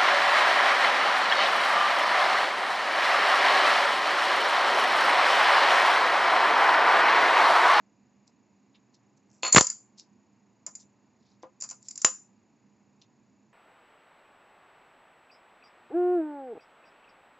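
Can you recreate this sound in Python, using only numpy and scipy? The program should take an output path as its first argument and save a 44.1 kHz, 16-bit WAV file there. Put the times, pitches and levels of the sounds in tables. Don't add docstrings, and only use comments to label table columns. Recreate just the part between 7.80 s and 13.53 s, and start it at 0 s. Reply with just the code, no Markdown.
import sys
import numpy as np
from scipy import signal
from scipy.fft import rfft, irfft
from scipy.io import wavfile
from scipy.ndimage import uniform_filter1d

SR = 44100
rng = np.random.default_rng(int(sys.argv[2]) if len(sys.argv) > 2 else 0)


def transcribe(signal):
    frames = np.atleast_2d(signal).T
    limited = np.clip(frames, -1, 1)
    pcm = np.round(limited * 32767).astype(np.int16)
    wavfile.write(sys.argv[1], SR, pcm)


N = 252671
TIME = np.arange(N) / SR
AGE = TIME[:SR // 4]


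def from_db(db):
    return 10 ** (np.asarray(db) / 20)


def decay(t, t60):
    return np.exp(-np.log(1000) * t / t60)


def add(track, s, sound):
    start = int(round(s * SR))
    track[..., start:start + sound.shape[-1]] += sound[..., :N - start]


def pan(db):
    return from_db([[db / 2], [-db / 2]])


def butter(x, hz, kind, order):
    sections = signal.butter(order, min(hz, SR / 2 - 1), kind, fs=SR, output="sos")
    return signal.sosfilt(sections, x)


def colour(x, spectrum, power=1):
    hz, db = np.transpose(spectrum)
    log_hz = np.log(np.fft.rfftfreq(len(x), 1 / SR) + 1)
    gain = from_db(power * np.interp(log_hz, np.log(hz), db))
    return irfft(rfft(x) * gain, len(x))


def noise(spectrum, size):
    x = colour(rng.standard_normal(size), spectrum)
    return x / x.std()


def mode(hz, t60):
    return np.sin(2 * np.pi * (hz * AGE + rng.random())) * decay(AGE, t60)


# frequency in Hz, relative level in dB per Hz.
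AIR = [(18, -65.5), (30, -36.5), (49, -30.5), (125, -3.5), (173, -11.5), (204, 0.5), (519, -18.5),
       (976, -17), (1350, -26.5), (2670, -27), (3140, -36.5), (4670, -33), (5900, -35.5), (6950, -28.5),
       (8000, -44), (10400, -74.5), (17600, -120)]
# frequency in Hz, relative level in dB per Hz.
AIR_SIDE = [(35, -52.5), (60, -23.5), (205, 0), (582, -23), (2200, -42), (3830, -35), (8000, -47),
            (10400, -71.5), (17600, -120)]
# frequency in Hz, left-right difference in dB.
AIR_BALANCE = [(60, -1), (160, -3), (420, -4.0), (1120, 1), (2980, 0), (7920, -0.5)]
AIR_DB = -65.5
HUM_HZ, HUM_DB = 200.5, -69
WHINE_HZ, WHINE_DB, WHINE_PULSE_HZ = 6780, -74.5, 30


def background(side_db=-14, whine_width_hz=70, pulse_start_s=0.025):
    air = from_db(AIR_DB) * noise(AIR, N)
    hum = from_db(HUM_DB) * np.sin(2 * np.pi * HUM_HZ * TIME)

    waver = butter(rng.standard_normal(N), whine_width_hz, "low", order=2)
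    phase = 2 * np.pi * WHINE_HZ * TIME + waver / waver.std()
    pulses = np.maximum(np.sin(2 * np.pi * WHINE_PULSE_HZ * (TIME - pulse_start_s)), 0)
    whine = from_db(WHINE_DB) * pulses * np.sin(phase)

    common = air + hum + whine
    both = np.array([colour(common, AIR_BALANCE, power) for power in (.5, -.5)])
    side = from_db(AIR_DB + side_db) * noise(AIR_SIDE, N)
    return both + side * [[1], [-1]]


# frequency in Hz, relative level in dB.
EARLY_COLOUR = [(100, -20), (400, -0.5), (1000, 8.5), (3200, 0), (5000, -1), (7000, -6.5), (9000, -8)]
# frequency in Hz, relative level in dB.
LATE_COLOUR = [(100, -27), (400, -9.5), (1200, 0), (3200, -7), (5000, -6.5), (7000, -5.5), (9000, -8)]


def room(x, early_db=-11, early_t60=0.12, late_db=-16, late_t60=.33, side_db=-10, gap_s=0.008):
    t, response = TIME[:SR // 2], 0
    for db, t60, spectrum in [(early_db, early_t60, EARLY_COLOUR), (late_db, late_t60, LATE_COLOUR)]:
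        onset = 1 - np.exp(-(t / gap_s) ** 2)
        envelope = onset * decay(t, t60)
        side = from_db(side_db) * noise(spectrum, len(t))
        echoes = noise(spectrum, len(t)) + side * [[1], [-1]]
        response = response + from_db(db) * envelope / np.linalg.norm(envelope) * echoes
    return signal.fftconvolve(x, response, axes=1)[:, :N]


def suppressor(x, threshold_db=-62, size=512):
    hz, _, bands = signal.stft(x, SR, nperseg=size)
    ear_mean = np.mean(abs(bands) ** 2, axis=0)
    power = uniform_filter1d(ear_mean, size=9, axis=0).clip(0)
    threshold = from_db(threshold_db + np.interp(hz, *np.transpose(AIR)))[:, None] ** 2
    gain = power / (power + threshold)
    return signal.istft(bands * gain, SR, nperseg=size)[1][:, :N]


# time of the peak in seconds,
# half length in seconds, level in dB, centre frequency in Hz.
RUBS_AND_TICKS = [(0.478, .007, -61.5, 5900), (0.956, .011, -61.5, 2780), (1.148, .01, -64, 4800),
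                  (1.377, .011, -67.5, 5860), (1.559, 0.061, -66, 7000), (2.193, 0.015, -51, 5400),
                  (3.009, 0.019, -56, 6223), (3.477, 0.071, -70, 4260), (3.63, .01, -61.5, 5130),
                  (4.059, 0.033, -59, 6710), (4.211, .02, -54, 6280), (5.221, 0.0054, -53, 3990)]
HISS_WIDTH = 0.85
HISS_GRAIN = .65


def rubs_and_ticks():
    out = np.zeros(N)
    for s, half, db, hz in RUBS_AND_TICKS:
        reach = int(3 * half * SR)
        t = np.arange(-reach, reach) / SR
        hiss, grains = rng.standard_normal((2, SR))[:, :len(t)]
        hiss = hiss * np.exp(HISS_GRAIN * np.repeat(grains, 32)[:len(t)])
        radius = np.exp(-np.pi * HISS_WIDTH * hz / SR)
        poles = [1, -2 * radius * np.cos(2 * np.pi * hz / SR), radius ** 2]
        for _ in range(2):
            hiss = signal.lfilter([1, 0, -1], poles, hiss)
        swell = np.exp(-(t / half) ** 2)
        add(out, s + t[0], from_db(db) * hiss / hiss.std() * swell)
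    return out


# start in seconds, length in seconds, mean rate of rail-to-rail swings in Hz.
CRACKLES = [(1.7476, 0.00065, 500), (1.7613, .006, 1900), (1.768, 0.0041, 200), (1.7716, 0.0017, 1600),
            (1.7796, .006, 1200), (1.8105, .0004, 500), (4.2476, .0004, 2570)]
RAIL_DB = -6


def crackles(jitter=0.67, hash_db=-7, apart_db=-21, recover_hz=110):
    out = np.zeros((2, N))
    for s, length, hz in CRACKLES:
        size = max(int(length * SR), 2)
        wander, hash_, apart = rng.standard_normal((3, len(AGE)))[:, :size]
        pace = np.exp(jitter * np.repeat(wander, 8)[:size])
        cycles = np.cumsum(hz * pace / pace.mean()) / SR
        rails = -np.sign(np.sin(2 * np.pi * cycles))
        side = from_db(apart_db) * apart * [[1], [-1]]
        add(out, s, from_db(RAIL_DB) * (rails + from_db(hash_db) * hash_ + side))
    return butter(out + 1e-18, recover_hz, "high", order=2)


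DROP_S, DROP_GAP_S, RESTITUTION = 1.632, .0175, .87


def bounces(count=4):
    flights = DROP_GAP_S * RESTITUTION ** np.arange(count - 1)
    return DROP_S + np.cumsum(np.r_[0, flights])


# start in seconds, level in dB, low-pass frequency in Hz above which
KNOCKS = [(1.7315, -24, 3500), (1.7475, -20, 3000), (1.781, -10.5, 3000), (2.869, -36, 1250),
          (2.878, -41, 1190), (3.6332, -21, 550), (3.824, -43, 2000), (3.842, -40, 1800),
          (3.913, -39, 1600), (4.248, -18.5, 3800)]
# frequency in Hz, relative level in dB, 60 dB decay time in seconds.
TOP = [(330, -6, 0.12), (523, -3, 0.17), (694, 1, 0.042), (1018, 2.5, 0.098), (1234, -0.5, 0.1),
       (1732, -11, 0.027)]
# frequency in Hz, relative level in dB per Hz.
THUD = [(100, -29), (300, -10.5), (600, -2), (1200, -2), (3000, 4.5), (6000, -5.5), (9000, -18)]
DROP_KNOCK_DB, BOUNCE_LOSS_DB = -17.5, 2.5
KNOCK_PAN_DB = 1.5


def knocks(modes_db=-19, crack_db=-3, crack_t60=.006, thud_db=-13, thud_t60=0.091, slab_low_hz=230,
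           drop_dull_hz=3600):
    out = np.zeros((2, N))
    drop = [(s, DROP_KNOCK_DB - BOUNCE_LOSS_DB * k, drop_dull_hz) for k, s in enumerate(bounces())]
    for s, db, dull_hz in drop + list(KNOCKS):
        modes = sum(from_db(level + modes_db) * mode(hz, t60) for hz, level, t60 in TOP)
        crack = from_db(crack_db) * decay(AGE, crack_t60)
        thud = from_db(thud_db) * decay(AGE, thud_t60)
        blow = modes + (crack + thud) * noise(THUD, len(AGE))
        knock = butter(blow, dull_hz, "low", order=2)
        knock = butter(knock, slab_low_hz, "high", order=3)
        add(out, s, from_db(db) * knock * pan(KNOCK_PAN_DB))
    return out


# start in seconds, level in dB.
RING_STRIKES = [(1.6255, -40), (1.7235, -26.5), (1.773, -25)]
SPLIT_RING_HZ, SPLIT_RING_T60 = 4355, 0.13
DROP_RING_DB = -29


def split_ring(contact_s=0.00018):
    out = np.zeros(N)
    strikes = [(s, DROP_RING_DB) for s in bounces()] + list(RING_STRIKES)
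    for s, db in strikes:
        onset = 1 - np.exp(-AGE / contact_s)
        add(out, s, from_db(db) * mode(SPLIT_RING_HZ, SPLIT_RING_T60) * onset)
    return out


# start in seconds, level in dB.
CLINKS = [ (1.624, -40), (1.7243, -6), (1.7453, -8), (1.759, -5), (1.773, -7.5), (1.7839, -8),
          (1.7966, -17), (1.808, -3.5), (1.8245, -20), (1.8431, -19), (1.868, -14), (1.8997, -16.5),
          (2.8641, -22.5), (2.952, -27.5), (3.802, -35.5), (3.809, -24.5), (3.821, -21), (3.836, -23.5),
          (3.843, -28), (3.889, -28), (3.899, -26), (3.91, -23.5), (4.027, -43), (4.084, -25), (4.108, -25),
          (4.1557, -28), (4.176, -23), (4.2169, -19), (4.2459, -1), (4.2526, -15.5), (4.303, -35)]
DROP_CLINK_DB = -23.5
CHATTER_GAP_S, CHATTER_LOSS_DB, CHATTER_FADE_DB, CHATTER_SPREAD_DB = 0.023, 22.5, 3, 2


def touches(count=2):
    rows = [(s, DROP_CLINK_DB) for s in bounces()] + list(CLINKS)
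    for s, db in CLINKS:
        delays = np.cumsum(CHATTER_GAP_S * (.5 + rng.random(count)))
        spread = CHATTER_SPREAD_DB * rng.standard_normal(count)
        losses = CHATTER_LOSS_DB + CHATTER_FADE_DB * np.arange(count) + spread
        rows += zip(s + delays, db - losses)
    return rows


# frequency in Hz, relative level in dB, share of the ring time.
TAG = [(4920, -16.5, 0.75), (5100, -18, 0.68), (6040, -19.5, 2.1), (6160, -14, 0.57), (6670, -9, 0.61),
       (6830, -0.5, 0.66), (7085, -3, 1.7), (7160, -3.5, .9), (7340, -5.5, 0.88), (7230, -7, 0.6)]
# frequency in Hz, relative level in dB per Hz.
TICK = [(300, -43.5), (1000, -24.5), (2500, -21), (3400, -29.5), (4350, -16.5), (4750, -5), (5600, -6.5),
        (7200, 0), (8200, -8.5)]
# time in seconds, ring time (60 dB decay) in seconds.
GRIP = [(1.4, 0.024), (1.63, 0.11), (1.745, 0.076), (1.80, 0.027), (1.9, 0.024), (2.87, 0.03),
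        (4.215, 0.016), (4.25, 0.031), (4.31, .02)]
SLIDE_S = 0.00079
SCRATCH_DB, SCRATCH_RING_S, SCRATCH_DB_PER_HALVING = -5.5, 0.03, 1


def clinks(ring_db=-1, tick_t60=0.03, spread_db=2, grip_detune=0.0024):
    out = np.zeros(N)
    for s, db in touches():
        ring_time = np.interp(s, *np.transpose(GRIP))
        scratch_db = SCRATCH_DB + SCRATCH_DB_PER_HALVING * np.log2(SCRATCH_RING_S / ring_time)
        tag = np.zeros(len(AGE))
        for hz, level, share in TAG:
            gain = from_db(level + spread_db * rng.normal())
            bent_hz = hz * (1 + grip_detune * rng.normal())
            tag += gain * mode(bent_hz, share * ring_time)
        tag *= np.linalg.norm(decay(AGE, ring_time)) / (np.sqrt(2) * np.linalg.norm(tag))
        scratch = noise(TICK, len(AGE)) * decay(AGE, tick_t60)
        touch = from_db(ring_db) * tag + from_db(scratch_db) * scratch
        onset = 1 - np.exp(-AGE / SLIDE_S)
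        add(out, s, from_db(db) * touch * onset)
    return out


def scene():
    handling = rubs_and_ticks() + knocks() + split_ring() + clinks()
    return background() + suppressor(handling + room(handling)) + crackles()


MIC_TOP_HZ, CUTOFF_HZ = 7500, 8300


def record(dry, low_cut_hz=60):
    top = .8
    narrow = signal.sosfilt(signal.ellip(8, .5, 88, MIC_TOP_HZ, fs=SR, output="sos"), dry)
    thinned = butter(narrow, low_cut_hz, "high", order=2)
    rounded = top * np.tanh(thinned / top)
    low_pass = signal.firwin(191, CUTOFF_HZ, fs=SR)[None]
    return signal.fftconvolve(rounded, low_pass, mode="same", axes=1)


dry = scene()
out = record(dry)
transcribe(out)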